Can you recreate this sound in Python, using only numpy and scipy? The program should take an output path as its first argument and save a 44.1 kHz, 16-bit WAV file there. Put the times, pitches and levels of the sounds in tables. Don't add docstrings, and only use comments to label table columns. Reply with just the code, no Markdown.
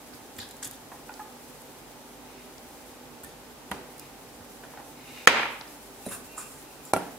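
import sys
import numpy as np
from scipy import signal
from scipy.io import wavfile
from scipy.ndimage import uniform_filter1d, minimum_filter1d

SR = 44100
rng = np.random.default_rng(int(sys.argv[2]) if len(sys.argv) > 2 else 0)


def natural_amplitude(level_db):
    exponent = np.asarray(level_db, float) / 20
    return 10 ** exponent


def bounce(signal):
    frames = np.transpose(np.atleast_2d(signal))
    limited = np.clip(frames, -1, 1)
    pcm = np.round(limited * 32767).astype(np.int16)
    wavfile.write(sys.argv[1], SR, pcm)


N = 316638
PORT_LEAN = 10 ** (np.array([[-1.2], [1.2]]) / 20)


def in_time(rows):
    s, *columns = np.transpose(rows)
    return [np.interp(np.arange(N) / SR, s, c, left=-120, right=-120) for c in columns]


def at_hz(points, hz):
    table_hz, values = np.array(points).T
    return np.interp(np.log(hz), np.log(table_hz), values)


def rms_one(x):
    return x / np.sqrt(np.mean(x ** 2) + 1e-20)


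def resonate(x, hz, width_hz):
    r = np.exp(-np.pi * width_hz / SR)
    gain = (1 - r * r) / 2
    return signal.lfilter([gain, 0, -gain], [1, -2 * r * np.cos(2 * np.pi * hz / SR), r * r], x)


def resonate_twice(x, hz, width_hz):
    return resonate(resonate(x, hz, width_hz), hz, width_hz)


# pitch_hz, likeness (-1 to 1)
LIKENESS = [(60, 0.57), (150, 0.87), (380, 0.85), (950, 0.59), (2380, 0.12), (5980, -0.091),
            (15000, -0.016)]
# pitch_hz, left_minus_right_db
LEAN = [(60, 1), (180, -2), (550, -2), (1650, -1.5), (4970, 0.5), (15000, -0.5)]


def stereo(pair, hz):
    alike = np.clip(at_hz(LIKENESS, hz), -1, 1)
    sides = np.array([[1], [-1]])
    mixed = np.sqrt(1 + alike) * pair[0] + np.sqrt(1 - alike) * pair[1] * sides
    return mixed * natural_amplitude(at_hz(LEAN, hz) / 2 * sides)


def bands(size):
    white = rng.standard_normal((2, 2, size))
    edges = 25 * 2 ** (np.arange(29) / 3)
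    for k, (low, high) in enumerate(zip(edges, edges[1:])):
        hz = np.sqrt(low * high)
        band_pass = signal.butter(2, [low, high], "band", fs=SR, output="sos")
        yield hz, stereo(signal.sosfilt(band_pass, white[k % 2]), hz)


def grains(per_s, spread_db):
    sizes = natural_amplitude(spread_db * np.minimum(rng.exponential(1, N), 5)) * rng.choice([-1, 1], N)
    slips = rms_one(sizes * (rng.random(N) < per_s / SR))
    return slips + 0.99 * rng.standard_normal((2, N))


def body(drive, peaks):
    return rms_one(sum((-1) ** k * natural_amplitude(db) * resonate(drive, hz, width_hz)
                       for k, (hz, width_hz, db) in enumerate(peaks)))


def strokes(rows, rise_db_s, sag_db_s, fall_db_s):
    s, held, *columns = np.transpose(rows)
    since = np.arange(0, N, 16) / SR - s[:, None]
    released = np.maximum(since - held[:, None], 0)
    loss_db = np.where(since < 0, rise_db_s * since, -sag_db_s * since - fall_db_s * released)
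    lead = np.argmax(columns[0][:, None] + loss_db, axis=0)
    lead_loss_db = loss_db[lead, np.arange(len(lead))]
    return np.repeat([lead_loss_db] + [c[lead] for c in columns], 16, axis=1)[:, :N]


def add(out, s, piece):
    at = round(s * SR)
    out[..., at:at + piece.shape[-1]] += piece[..., :N - at]


def puff(noise, hz, width_hz, t60):
    dying = noise * natural_amplitude(-60 * np.arange(noise.shape[-1]) / SR / t60)
    sound = resonate_twice(dying, hz, width_hz)
    return sound / np.max(np.abs(sound))


def puffs(rows, width_share):
    out = np.zeros((2, N))
    for s, db, hz, t60 in rows:
        add(out, s, natural_amplitude(db) * puff(rng.standard_normal((2, SR // 5)), hz, width_share * hz, t60))
    return out


# pitch_hz, level_db per Hz
ROOM_TONE = [(15, -48), (25, -28), (38, -11.5), (70, -14.5), (149, -12), (206, -13), (249, -6.5),
             (344, -10), (384, -6.5), (476, -9.5), (796, -11.5), (1480, -17.5), (3620, -22), (11300, -26),
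             (16000, -28.5)]
# pitch_hz, width_hz, level_db rms
HUM = [(71.6, 2.7, -77), (104, 6.1, -76), (144.5, 4.3, -66.5), (247.2, 20, -57.5), (290.3, 11.4, -62.5),
       (393.2, 23, -63), (500, 5.4, -65.5), (793.4, 43, -62), (873.4, 19, -62.5)]
ROOM_TONE_DB, MOTOR_HZ, MOTOR_DB = -47, 48.7, -65


def room_tone():
    wash = rms_one(sum(natural_amplitude(at_hz(ROOM_TONE, hz)) * band for hz, band in bands(N)))
    motor = np.sqrt(2) * np.sin(2 * np.pi * MOTOR_HZ * np.arange(N) / SR)
    out = natural_amplitude(ROOM_TONE_DB - 1.44) * wash + natural_amplitude(MOTOR_DB) * motor
    for hz, width_hz, db in HUM:
        line = resonate_twice(rng.standard_normal((2, N + SR)), hz, width_hz)[:, SR:]
        out = out + natural_amplitude(db) * rms_one(stereo(line, hz))
    return out


# time_s, level_db
WHISPER = [(0.0, -51.5), (0.6, -54), (1.37, -51.5), (2.27, -57.5), (2.88, -53), (3.1, -59), (3.68, -58),
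           (3.87, -54), (4.25, -53.5), (5.25, -52.5), (5.9, -49.5), (6.33, -47.5), (6.74, -51), (7.18, -49)]
WHISPER_FLICKER_DB, FLICKER_S = 4.0, .03


def whisper():
    slow = uniform_filter1d(rng.standard_normal(N), round(FLICKER_S * SR))
    flicker = rms_one(uniform_filter1d(slow, size=600))
    level_db = in_time(WHISPER)[0] - 5.0 + WHISPER_FLICKER_DB * np.tanh(flicker)
    return natural_amplitude(level_db) * body(rng.standard_normal((2, N)), [(9000, 17000, 0)])


# start_s, peak_db, pitch_hz, t60_s
PEELS = [(.13, -42, 1500, .15), (.135, -42, 4500, 0.14), (.364, -40, 7500, .08), (.384, -27, 13500, .01),
         (.416, -38, 13000, .03), (0.401, -30.5, 4000, 0.2), (0.628, -24.5, 7500, 0.057),
         (.646, -24, 7600, 0.059), (.646, -30, 10500, .05), (3.234, -34, 9000, 0.065),
         (3.238, -30, 13100, .03), (3.236, -51, 3440, .12), (3.7129, -29, 10000, 0.029),
         (3.996, -38, 4970, .012), (5.611, -29.5, 4100, 0.014), (5.678, -41, 4700, .02),
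         (6.064, -37, 178, 0.38), (6.9353, -14, 9900, 0.026), (6.9352, -23, 6040, 0.034),
         (6.963, -26, 2700, 0.023), (6.963, -27, 10000, 0.082)]


def peels():
    return puffs(PEELS, width_share=0.39)


# start_s, peak_db, pitch_hz
THUDS = [(0.143, -52, 139), (0.388, -44.5, 99), (0.66, -49, 136), (1.032, -65, 72.7), (3.237, -49, 72.7),
         (3.711, -42, 74), (4.406, -48.5, 87.5), (4.773, -58, 108), (5.273, -41, 142), (6.063, -51, 102),
         (6.117, -47, 106), (6.935, -38, 99)]
THUD_T60_S = .12


def thuds():
    out, t = np.zeros((2, N)), np.arange(SR // 3) / SR
    fade = natural_amplitude(-60 * t / THUD_T60_S)
    for s, db, hz in THUDS:
        boom = np.sin(2 * np.pi * hz * t) + np.sin(2 * np.pi * 2.13 * hz * t) * fade
        add(out, s, natural_amplitude(db + 4.0) * fade * (1 - np.exp(-t / 0.00079)) * boom)
    return out * PORT_LEAN


# start_s, peak_db, pitch_hz, edge_db
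BUMPS = [(0.387, -31.5, 1700, -51), (0.625, -31.5, 1420, -52), (0.918, -32, 800, -46),
         (1.093, -37, 850, -44), (1.194, -34, 805, -42), (3.236, -42, 503, -47), (4.407, -46, 1190, -53),
         (4.636, -33.5, 744, -37.5), (4.736, -34.5, 760, -46), (4.773, -29.5, 780, -36),
         (4.799, -33.5, 730, -56), (5.609, -33, 870, -44.5), (6.063, -36, 380, -44),
         (6.377, -32.5, 1100, -55)]
BUMP_T60_S, BUMP_WIDTH_SHARE = .065, 0.75
EDGE_HZ, EDGE_WIDTH_HZ, EDGE_T60_S = 1370, 700, .07


def bumps():
    out = np.zeros((2, N))
    for s, db, hz, edge_db in BUMPS:
        shared, own = rng.standard_normal(SR // 5), rng.standard_normal((2, SR // 5))
        shared[0] = 1.4
        edge = puff(shared + .5 * own, EDGE_HZ, EDGE_WIDTH_HZ, EDGE_T60_S)
        tap = puff(shared + 0.22 * own, hz, BUMP_WIDTH_SHARE * hz, BUMP_T60_S)
        add(out, s, natural_amplitude(db - 3.5) * tap + natural_amplitude(edge_db) * edge)
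    return out * PORT_LEAN


# start_s, peak_db, pitch_hz, t60_s
KNOCKS = [(.388, -39, 3600, .015), (.388, -41, 1700, .02), (.5105, -36, 4000, .01), (.921, -41, 1500, .02),
          (.924, -37, 905, 0.046), (1.0925, -32, 1450, .025), (1.093, -39, 2500, .015),
          (1.094, -34, 880, .07), (1.195, -32, 850, .07), (1.196, -39, 1700, .05), (1.203, -40, 1250, .06),
          (3.715, -36, 2750, .02), (3.715, -39, 3650, .015), (3.716, -33, 780, .06),
          (6.059, -44, 3950, .07), (6.0642, -23, 600, .02), (6.068, -28.5, 239, 0.054),
          (6.0764, -27, 420, .022), (6.0875, -36, 2100, .015), (6.0875, -38, 3670, .012),
          (6.1, -42, 2100, .01), (6.378, -38, 1247, .06), (6.113, -40, 1150, .05), (6.122, -39, 1500, .07),
          (6.137, -37, 1500, 0.065), (6.128, -40, 3700, .015), (6.145, -41, 3900, .015)]


def knocks():
    out, t = np.zeros((2, N)), np.arange(SR // 3) / SR
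    for s, db, hz, t60 in KNOCKS:
        add(out, s, natural_amplitude(db - 60 * t / t60) * (1 - np.exp(-t / 0.00045)) * np.sin(2 * np.pi * hz * t))
    return out * PORT_LEAN


# full_pressure_s, held_s, level_db, film_pitch_hz
WIPES = [(.388, 0.005, -39, 5500), (.397, .008, -42, 5500), (.412, .02, -40, 4200), (.436, .02, -46, 3800),
         (.46, .045, -50, 5000), (.511, .004, -47, 7500), (.63, .015, -37, 7400), (.646, 0.022, -36, 8200),
         (.712, 0.0054, -45, 7900), (.73, 0.036, -49, 6500), (3.255, .025, -49, 9800),
         (3.29, 0.046, -52, 6700)]


def wipes():
    drive = grains(per_s=8000, spread_db=5.5)
    loss_db, db, pitch_hz = strokes(WIPES, rise_db_s=1500, sag_db_s=120, fall_db_s=800)
    out = np.zeros((2, N))
    for hz, lift_db in [(1700, 2), (3600, 1.5), (4500, -0.5), (7300, -2), (9500, 2.5), (11500, -3), (14000, -11)]:
        octaves = np.abs(np.log2(np.maximum(pitch_hz, 100) / hz))
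        band = rms_one(resonate_twice(drive, hz, .3 * hz))
        out = out + natural_amplitude(db + loss_db + lift_db - 7.0 - 4.6 * octaves) * band
    return out


# start_s, peak_db, pitch_hz, t60_s
TINGS = [
    (.41, -41, 1666, 0.1),
    (3.24, -48, 1800, .3),
    (.389, -32.5, 7260, 0.087),
    (6.118, -44, 3600, 0.06),
    (6.062, -28, 9230, 0.038),
    (6.092, -30, 10000, 0.036),
    (6.378, -27, 7400, 0.12),
    (6.379, -32, 9200, 0.13),
    (6.852, -41, 7320, 0.13),
]


def tings():
    return puffs(TINGS, width_share=0.075)


# start_s, peak_db, pitch_hz, left_minus_right_db
SMACKS = [(0.4893, -34, 8240, 0.0), (0.5105, -30, 10100, -1.0), (0.567, -37, 8050, 4),
          (0.674, -24, 9150, 1.5), (0.6784, -33, 9650, -2), (0.7113, -28.5, 9400, -1),
          (0.7344, -41, 8660, 0.0), (1.1396, -33, 4960, -4), (1.6192, -35, 11300, -0.5),
          (2.5814, -37, 4940, 0), (3.2464, -29.5, 9330, 0), (3.9809, -37, 11000, -12),
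          (3.9961, -27, 10600, 1), (6.065, -31, 9330, 6), (6.0876, -33, 9820, 5), (6.852, -34, 13500, -2)]
SMACK_T60_S, SMACK_WIDTH_SHARE = 0.01, 0.9


def smacks():
    out = np.zeros((2, N))
    for s, db, hz, pan_db in SMACKS:
        noise = rng.standard_normal(SR // 10) + 0.77 * rng.standard_normal((2, SR // 10))
        noise[:, 0] = 2.9
        gain = natural_amplitude(db + pan_db / 2 * np.array([[1], [-1]]))
        add(out, s, gain * puff(noise, hz, SMACK_WIDTH_SHARE * hz, SMACK_T60_S))
    return out


def grind(drive, modes, level_db, pitch_hz, loss_db_octave):
    return sum(natural_amplitude(level_db + mode_db - loss_db_octave * np.abs(np.log2(pitch_hz / hz)))
               * body(drive, [(hz, width_hz, 0)]) for hz, width_hz, mode_db in modes)


# full_pressure_s, held_s, level_db, pitch_hz
GLASS_SLIDE = [
    (2.3, 0.15, -61, 2400),
    (4.02, 0.038, -59, 2400),
    (5.01, .04, -58, 2150),
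    (5.085, .045, -52.5, 2400),
    (5.165, .03, -48.5, 2600),
    (5.205, .02, -50, 2250),
    (5.25, .05, -50, 3000),
]
# pitch_hz, width_hz, level_db
GLASS = [(1600, 400, 0), (2190, 250, 2.5), (2500, 200, 1), (2760, 200, -2), (3650, 250, 4.5),
         (4600, 840, -1)]


def glass_slide():
    loss_db, db, pitch_hz = strokes(GLASS_SLIDE, rise_db_s=125, sag_db_s=3, fall_db_s=300)
    return grind(grains(per_s=4000, spread_db=1.5), GLASS, db + loss_db - 5.0, pitch_hz, 14)


# pitch_hz, t60_s
KITCHEN_T60 = [(60, 0.39), (250, 0.47), (1000, 0.63), (3000, 0.59), (7000, 0.37), (15000, 0.29)]


def kitchen(x, colour):
    t = np.arange(SR * 2 // 3) / SR
    tail = sum(band * natural_amplitude(at_hz(colour, hz) - 60 * t / at_hz(KITCHEN_T60, hz)) for hz, band in bands(len(t)))
    tail = tail / np.std(tail[:, :SR // 20]) * (1 - np.exp(-t / 0.00048))
    return signal.fftconvolve(x[None], tail, axes=1)[:, :N]


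# delay_s, level_db
SLAPS = [(.056, -23), (.071, -21), (.083, -23), (.097, -22), (.108, -24.5), (.122, -23.5), (.158, -26),
         (.182, -30)]


def wall_slaps(out, slap_db):
    mids = signal.butter(2, [400, 3500], "band", fs=SR, output="sos")
    back = signal.sosfilt(mids, out + 1e-18)
    for k, (delay_s, db) in enumerate(SLAPS):
        add(out, delay_s, natural_amplitude(db + slap_db) * back[::(-1) ** k])


BOUNCE_DULL_DB = 9


def set_down(blows, modes, echo_colour, scatter_db, crack_db, slap_db):
    out, pushes, t = np.zeros((2, N)), np.zeros(N), np.arange(SR // 2) / SR
    for s, db, contact_s, echo_db in blows:
        is_bounce = s > blows[0][0] + .02
        rings = 0
        for hz, mode_db, t60 in modes:
            dull_db = BOUNCE_DULL_DB * max(np.log2(hz / 2000), 0) * is_bounce
            strength = natural_amplitude(mode_db - dull_db + scatter_db * rng.standard_normal((2, 1)))
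            late = min((hz / 1900) ** 2, 1.5) * rng.standard_normal((2, 1))
            rings = rings - strength * np.sin(2 * np.pi * hz * t + late) * natural_amplitude(-60 * t / t60)
        crack = natural_amplitude(crack_db) * puff(rng.standard_normal((2, len(t))), 4900, 8600, 0.0043)
        onset = 1 - np.exp(-(t / contact_s) ** 2)
        add(out, s, natural_amplitude(db) * (onset * rings + crack) * PORT_LEAN)
        pushes[round(s * SR)] = natural_amplitude(echo_db)
    wall_slaps(out, slap_db)
    return out + kitchen(pushes, echo_colour)


# start_s, blow_db, contact_s, echo_db
BLADE_DOWN = [
    (3.7146, -24, 0.00038, -41),
    (3.7195, -29.5, 0.00038, -64),
]
# pitch_hz, level_db, t60_s
BLADE_ON_GLASS = [(204, -12.5, 0.095), (310, -4, 0.036), (500, -3.5, 0.037), (647, -11, 0.038),
                  (952, -2, 0.068), (1150, 0, 0.019), (1500, -1, 0.019), (1930, -2, 0.02),
                  (2400, -10, 0.018), (3160, -2, 0.011), (4130, -10, 0.016)]
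# pitch_hz, level_db per Hz
BLADE_ECHO = [(35, -36), (60, -4), (295, -2), (591, -1), (895, -4), (1180, -8), (1830, -9), (3270, -16.5),
              (15000, -27)]


def blade_down():
    return set_down(BLADE_DOWN, BLADE_ON_GLASS, BLADE_ECHO, scatter_db=1.5, crack_db=-6, slap_db=-1.5)


# start_s, blow_db, contact_s, echo_db
GLASS_DOWN = [
    (5.27325, 0.5, 0.00025, -14.5),
    (5.2749, -1.5, 0.00036, -46),
    (5.2786, -11.5, 0.00029, -43),
    (5.282, -28, 0.00023, -32),
]
# pitch_hz, level_db, t60_s
GLASS_ON_STONE = [(1990, -8.5, 0.03), (322, -43, 0.034), (482, -8.5, 0.026), (870, -3.5, 0.02),
                  (1397, -4.5, 0.037), (1404, 3.5, 0.0056), (1727, 3.5, 0.013), (2150, -1, 0.019),
                  (2700, -5, 0.022), (3130, -4, 0.015), (4480, -3, 0.0057), (5470, -23, 0.0038),
                  (6500, -9.5, 0.018), (8700, -31, 0.0071), (11000, -16, 0.01), (14300, -34, .01)]
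# pitch_hz, level_db per Hz
GLASS_ECHO = [(35, -49), (60, -12), (95, -14), (129, -34), (251, -4.5), (317, -12), (591, -6.5), (633, -14),
              (835, -4), (1150, -7.5), (1920, -6), (2060, -3.5), (3190, -11), (15000, -35)]


def glass_down():
    return set_down(GLASS_DOWN, GLASS_ON_STONE, GLASS_ECHO, scatter_db=-1.0, crack_db=-0.5, slap_db=0.5)


# full_pressure_s, held_s, rim_db, rim_pitch_hz, belly_db
STEEL_DRAG = [
    (6.056, .045, -49.5, 9400, -60),
    (6.118, 0.026, -38, 10100, -42),
    (6.382, 0.045, -42, 7840, -48),
    (6.45, 0.14, -50.5, 8400, -63),
    (6.69, 0.13, -65, 9200, -65),
    (6.866, 0.011, -51, 7460, -61),
]
# pitch_hz, width_hz, level_db
STEEL_RIM = [(5760, 340, -1), (7500, 430, 4.5), (8530, 360, 2.5), (9380, 220, 3), (10000, 350, 2.5),
             (10800, 300, -1), (11800, 200, -2), (12600, 500, -5), (13600, 500, -3), (15000, 460, -15)]
# pitch_hz, width_hz, level_db
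STEEL_BELLY = [(1080, 130, 9.5), (1500, 340, 7.5)]
# full_pressure_s, held_s, level_db
SQUEAKS = [
    (6.054, .005, -54),
    (6.13, .02, -49.5),
    (6.31, 0.16, -55.5),
    (6.67, .04, -59.5),
    (6.806, 0.014, -58),
]
# pitch_hz, width_hz, level_db
STEEL_SQUEAK = [(2446, 66, 5), (2717, 77, 7)]
STEEL_ENTERS_S, BELLY_SWING = 5.9, 1.5


def steel_drag():
    late = round(STEEL_ENTERS_S * SR)
    drive = grains(per_s=4000, spread_db=1.5)[:, late:]
    drag = strokes(STEEL_DRAG, rise_db_s=603, sag_db_s=28, fall_db_s=300)
    loss_db, rim_db, pitch_hz, belly_db = drag[:, late:]
    squeak_db = sum(strokes(SQUEAKS, rise_db_s=497, sag_db_s=3, fall_db_s=400))[late:]
    belly = natural_amplitude(belly_db + BELLY_SWING * loss_db) * body(drive, STEEL_BELLY)
    squeak = natural_amplitude(squeak_db) * body(body(drive, STEEL_SQUEAK), STEEL_SQUEAK)
    rim = grind(drive, STEEL_RIM, rim_db + loss_db - 7.5, pitch_hz, 22)
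    out = np.zeros((2, N))
    out[:, late:] = belly + squeak + rim
    return out


# start_s, blow_db, contact_s, echo_db
STEEL_DOWN = [
    (6.9351, -9.5, 0.00059, -30.5),
    (6.9635, -19.5, 0.00035, -42),
    (6.975, -27, 0.00043, -51),
]
# pitch_hz, level_db, t60_s
STEEL_ON_STONE = [(183.6, -28, 0.4), (380, -16, 0.18), (540, 0.5, 0.015), (645, -18.5, 0.25),
                  (744, 11.5, 0.007), (787, -15, 0.12), (960, -19, 0.21), (1372, -11.5, 0.1),
                  (1349, -23, 0.3), (1580, -30, 0.092), (2300, -15, 0.046), (2760, -16, 0.02),
                  (4200, -10, 0.012), (3450, -23.5, 0.011)]
# pitch_hz, level_db per Hz
STEEL_ECHO = [(35, -50), (60, -22), (112, -31), (178, -7), (209, -20), (246, 3), (381, -14), (458, -6),
              (491, -7.5), (780, -6.5), (1100, -24), (1390, -16), (2010, -25.5), (15000, -38)]


def steel_down():
    return set_down(STEEL_DOWN, STEEL_ON_STONE, STEEL_ECHO, scatter_db=2.2, crack_db=-10, slap_db=-8)


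def scene():
    small = thuds() + bumps() + knocks()
    rubs = whisper() + peels() + wipes() + tings() + smacks() + glass_slide() + steel_drag()
    blows = blade_down() + glass_down() + steel_down()
    rung = natural_amplitude(-40.0) * small + natural_amplitude(-42.5) * rubs
    echo = kitchen(rung.mean(axis=0), [(60, 0.015), (15000, 0)])
    return room_tone() + small + rubs + blows + echo


def band_limit(x):
    return signal.sosfilt(signal.butter(12, 15850, fs=SR, output="sos"), x)


def record(dry):
    t = np.arange(N) / SR
    dry = signal.sosfilt(signal.butter(2, 42, "high", fs=SR, output="sos"), dry)
    over_db = np.maximum(20 * np.log10(np.max(np.abs(dry), axis=0) + 1e-9) + 11, 0)
    held_db = np.maximum.accumulate(0.52 * over_db + 110 * t) - 110 * t
    lag = np.exp(-1 / (0.024 * SR))
    turned = dry * natural_amplitude(-signal.lfilter([1 - lag], [1, -lag], held_db))
    jump = np.diff(held_db, prepend=0) > 0
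    coming_db = -minimum_filter1d(-over_db * jump, size=SR // 140)
    ahead_db = np.roll(coming_db, -SR // 120) * (held_db < .1)
    turned = turned * natural_amplitude(-1.3 * uniform_filter1d(ahead_db, size=40))
    treble_cut = signal.cheby2(14, 45, 16180, fs=SR, output="sos")
    mix = signal.sosfilt(treble_cut, np.clip(turned, -.95, .95))
    return band_limit(mix)


dry = scene()
out = record(dry)
bounce(out)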